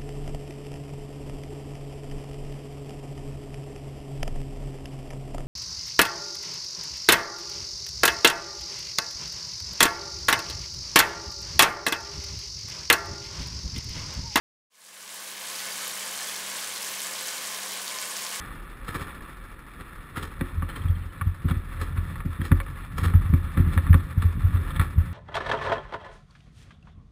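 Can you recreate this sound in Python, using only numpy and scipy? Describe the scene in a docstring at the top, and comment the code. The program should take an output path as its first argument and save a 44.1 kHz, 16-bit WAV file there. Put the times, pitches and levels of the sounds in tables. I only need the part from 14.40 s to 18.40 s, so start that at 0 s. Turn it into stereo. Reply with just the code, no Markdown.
"""After a moment of silence, a small kitchen fades in: a fan rushes and hums, and food sizzles in a pan.
The steady sizzle is thousands of tiny bubbles bursting in the hot fat, echoed by the room.
From about 1.5 s on, a larger bubble spits now and then.
Near the end, a hollow note in the rush of the fan swells and falls back."""
import sys
import numpy as np
from scipy import signal
from scipy.fft import rfft, irfft
from scipy.io import wavfile
from scipy.ndimage import uniform_filter1d

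SR = 44100
rng = np.random.default_rng(int(sys.argv[2]) if len(sys.argv) > 2 else 0)


def put_to_file(sound):
    """Save the sound as 16-bit audio at rate SR, in the file named by the first command-line argument."""
    columns = np.atleast_2d(sound).T  # one column per channel
    safe = np.clip(columns, -1, 1)
    whole_steps = np.round(safe * 32767)
    wavfile.write(sys.argv[1], SR, whole_steps.astype(np.int16))


N = 176400
HZ = np.fft.rfftfreq(N, 1 / SR)  # the frequency of each point in a spectrum

# How strong the sizzle is from bass to treble: (frequency [Hz], level [dB])
SIZZLE_COLOUR = [(100, -47), (300, -19.5), (600, -7.5), (1500, -2), (2600, -1.5), (4000, -1), (6000, -0.5),
                 (8200, -0.5), (9200, -2), (10800, -3.5), (13200, -8.5), (16000, -10)]


def amp(db):
    """Turns decibels into a factor to multiply a sound by."""
    return 10 ** (np.asarray(db) / 20)


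def unit(x):
    """Scales a signal to an average strength (rms) of 1."""
    return x / np.sqrt(np.mean(x ** 2) + 1e-20)


def curve(points):
    """Joins (frequency, value) points into a curve with a value at every frequency."""
    hz, value = np.transpose(points)
    return np.interp(np.log(HZ + 1), np.log(hz), value)


def resonance(hz, width_hz):
    """A bump of height 1 around one frequency."""
    return 1 / (1 + (2 * (HZ - hz) / width_hz) ** 2) ** 2


def drift(rate_hz):
    """A random wobble, mostly slower than the given rate."""
    spectrum = rfft(rng.standard_normal(N)) * (HZ > 1) / np.sqrt(HZ + 1)
    return unit(irfft(spectrum / (1 + (HZ / rate_hz) ** 2) ** 2, N))


def surrounding_noise():
    """Left and right spectra of noise from all around: alike in the bass, unlike in the treble."""
    # How alike the two sides are: (frequency [Hz], likeness [0 to 1])
    likeness = [(50, 0.9), (500, 0.96), (1100, 0.9), (2000, 0.79), (3000, 0.51), (5000, 0.26), (9000, 0.13),
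                (16000, 0)]
    alike = curve(likeness)
    a, b = rfft(rng.standard_normal((2, N)))
    mid, side = a * np.sqrt((1 + alike) / 2), b * np.sqrt((1 - alike) / 2)
    return np.array([mid + side, mid - side])


def motor_hum(waver_hz=2.5):
    """The fan's motor hums with a few wavering tones; the lowest two are so close that they throb."""
    # The motor's tones: (pitch [Hz], level [dB])
    tones = [(118.5, -71), (120.2, -88.5), (145.3, -78), (193.5, -60.5)]
    t = np.arange(N) / SR
    hum = np.zeros(N)
    for hz, db in tones:
        loudness = 1 + 0.11 * drift(waver_hz)
        phase = 2 * np.pi * hz * t + 0.63 * drift(waver_hz)
        hum += amp(db) * unit(loudness * np.sin(phase))
    return hum


def fan_rush():
    """Air rushes through the fan, with a hollow note that swells near the end."""
    # How strong the rush is from bass to treble: (frequency [Hz], level [dB])
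    rush_colour = [(20, -28), (35, -26), (50, -15), (70, -21), (110, -14), (170, -12), (205, -4),
                   (235, -0.5), (290, -4.5), (450, 2), (840, 1.5), (1150, 0.5), (1550, -1), (2600, -5),
                   (5000, -4), (16000, -35)]
    # How loud the hollow note is: (time [s], level [dB])
    note_levels = [(1, -57), (2.8, -57.5), (3.5, -51), (4, -55.5)]
    rush = unit(irfft(surrounding_noise() * amp(curve(rush_colour)), N))
    note = unit(irfft(surrounding_noise() * resonance(1032, width_hz=134), N))
    note_db = np.interp(np.arange(N) / SR, *np.transpose(note_levels))
    return amp(-45.5) * rush + amp(note_db) * note


def kitchen_echo(sound, echo_s=0.34, level_db=0.83):
    """The echoes of all the bubbles blur into a noise that follows the sizzle and dies away."""
    decay = amp(-60 * np.arange(N) / SR / echo_s) ** 2  # falls 60 dB in echo_s
    decay = rfft(decay / decay.sum())
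    source = rfft(sound.mean(0))
    noise = surrounding_noise() * amp(curve(SIZZLE_COLOUR))
    edges_hz = [0, *np.geomspace(1200, 11000, 6), SR / 2]
    echo = np.zeros((2, N))
    for low, high in zip(edges_hz, edges_hz[1:]):
        band = (HZ >= low) & (HZ < high)
        power = irfft(source * band, N) ** 2
        lingering = irfft(rfft(power) * decay, N)
        echo += np.sqrt(abs(lingering)) * unit(irfft(noise * band, N))
    return amp(level_db) * echo


def burst(hz, cycles):
    """One bubble bursts: a sudden tone that falls to about a third after the given number of cycles."""
    turns = hz * np.arange(2048) / SR
    return np.sin(2 * np.pi * turns) * np.exp(-turns / cycles)


def bubbles(per_s, spread_db, cycles, pitch_count=40):
    """Bubbles of many pitches and sizes burst at random moments across the pan."""
    pitches = np.geomspace(700, 15500, pitch_count)
    shares = np.sqrt(pitches) / np.sqrt(pitches).sum()  # high pitches come more often
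    swarm = np.zeros((2, N))
    for hz, share in zip(pitches, shares):
        chance = rng.random(N) / (share * per_s / SR)
        starts = np.flatnonzero(chance < 1)
        sizes = np.minimum(-np.log(chance[starts]), 3.2)  # many small, few large, none huge
        clicks = np.zeros(N)
        clicks[starts] = amp(spread_db * sizes) * (-1) ** starts
        sides = amp(1.5 * rng.standard_normal() * np.array([[.5], [-.5]]))  # a little left or right
        swarm += sides * signal.oaconvolve(clicks, unit(burst(hz, cycles)))[:N] * hz ** (1 / 4)
    # Even out the spectrum, then give it the colour of the sizzle.
    spectrum = rfft(swarm)
    outline = np.sqrt(uniform_filter1d((abs(spectrum) ** 2).mean(0), size=3001))
    return unit(irfft(spectrum / outline * amp(curve(SIZZLE_COLOUR)), N))


def spits(low_cut_hz=900):
    """Single larger bubbles of fat burst with sharp snaps."""
    # The larger bursts: (time [s], level [dB], pitch [Hz])
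    large_bursts = [(1.4652, -30, 7500), (1.4720, -21, 4400), (1.4791, -11, 11000), (1.679, -17.5, 8500),
                    (1.783, -21, 5800), (1.790, -20, 4500), (1.826, -21, 6100), (2.36, -22, 6000),
                    (2.6047, -14, 11000), (2.6188, -15, 8500), (2.662, -17, 7800), (2.669, -15, 7460),
                    (2.7375, -19, 5550), (2.8105, -15.5, 9000), (2.825, -18, 13000), (2.872, -15.5, 10000),
                    (2.874, -19, 12500), (2.884, -15, 7100), (2.889, -21, 4970), (3.072, -17, 7500),
                    (3.163, -26, 3720), (3.22, -21, 8000), (3.480, -20.5, 3970), (3.587, -15, 5650),
                    (3.616, -15.5, 9500), (3.626, -16, 7540), (3.767, -16, 6100), (3.866, -18, 4470)]
    snaps = np.zeros(N)
    for start_s, db, hz in large_bursts:
        snap = amp(db) * burst(hz, cycles=1.7)
        slot = snaps[round(start_s * SR):][:len(snap)]
        slot += snap[:len(slot)]
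    return signal.sosfilt(signal.butter(2, low_cut_hz, "high", fs=SR, output="sos"), snaps)


def sizzle(surge_db=0.43):
    """Fine fizz, coarser crackle and a few ringing bubbles boil up together in small surges."""
    fizz = amp(-40.5) * bubbles(per_s=6000, spread_db=2.6, cycles=1.73)
    crackle = amp(-41) * bubbles(per_s=650, spread_db=3.0, cycles=0.93)
    pings = amp(-47) * bubbles(per_s=110, spread_db=2.8, cycles=34, pitch_count=56)
    return (fizz + crackle + pings) * amp(surge_db * drift(rate_hz=30))


def scene():
    """The pan, its echo and the rushing air, coloured by the kitchen corner, over the motor's hum."""
    # Pitches that the pan and its corner boost or weaken: (frequency [Hz], width [Hz], gain [dB])
    resonances = [(525.7, 42, 6.5), (590, 22, -4), (616, 14, 6), (700, 25, 1.5), (759, 42, -10.5),
                  (880, 18, 2.5), (1034, 40, 2.5), (1099, 47, 6), (1203, 32, 4), (1294, 21, 4.5),
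                  (1353, 123, -4), (1508, 37, 6), (1710, 190, 4), (1940, 31, 4.5), (1950, 70, -3),
                  (2165, 250, 2.5), (2650, 94, -1.5), (3080, 230, 3.5)]
    corner = amp(sum(db * resonance(hz, width_hz) for hz, width_hz, db in resonances))
    frying = sizzle() + spits()
    delay_s = np.array([[0], [5e-6]])  # the pan lies slightly left, so the right side hears it later
    direct = rfft(frying) * np.exp(-2j * np.pi * HZ * delay_s)
    background = rfft(kitchen_echo(frying) + fan_rush())
    return irfft((direct + background) * corner, N) + motor_hum()


def record(dry, silence_s=0.3, fade_s=0.96, top_hz=15750):
    """Makes the left side a little louder, fades in from silence and cuts the highest treble."""
    # How much louder the left is than the right: (frequency [Hz], level [dB])
    balance = [(40, .3), (200, 2), (800, 1.3), (2800, 0), (5500, 1), (10000, 1.2), (15000, 2.3)]
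    stereo = irfft(rfft(dry) * amp(curve(balance) * np.array([[.5], [-.5]])), N)
    fade = np.clip((np.arange(N) / SR - silence_s) / fade_s, 0, 1)
    treble_cut = signal.firwin(511, top_hz, window=("kaiser", 9), fs=SR)
    return signal.oaconvolve(stereo * fade, treble_cut[None], "same")


dry = scene()
out = record(dry)
put_to_file(out)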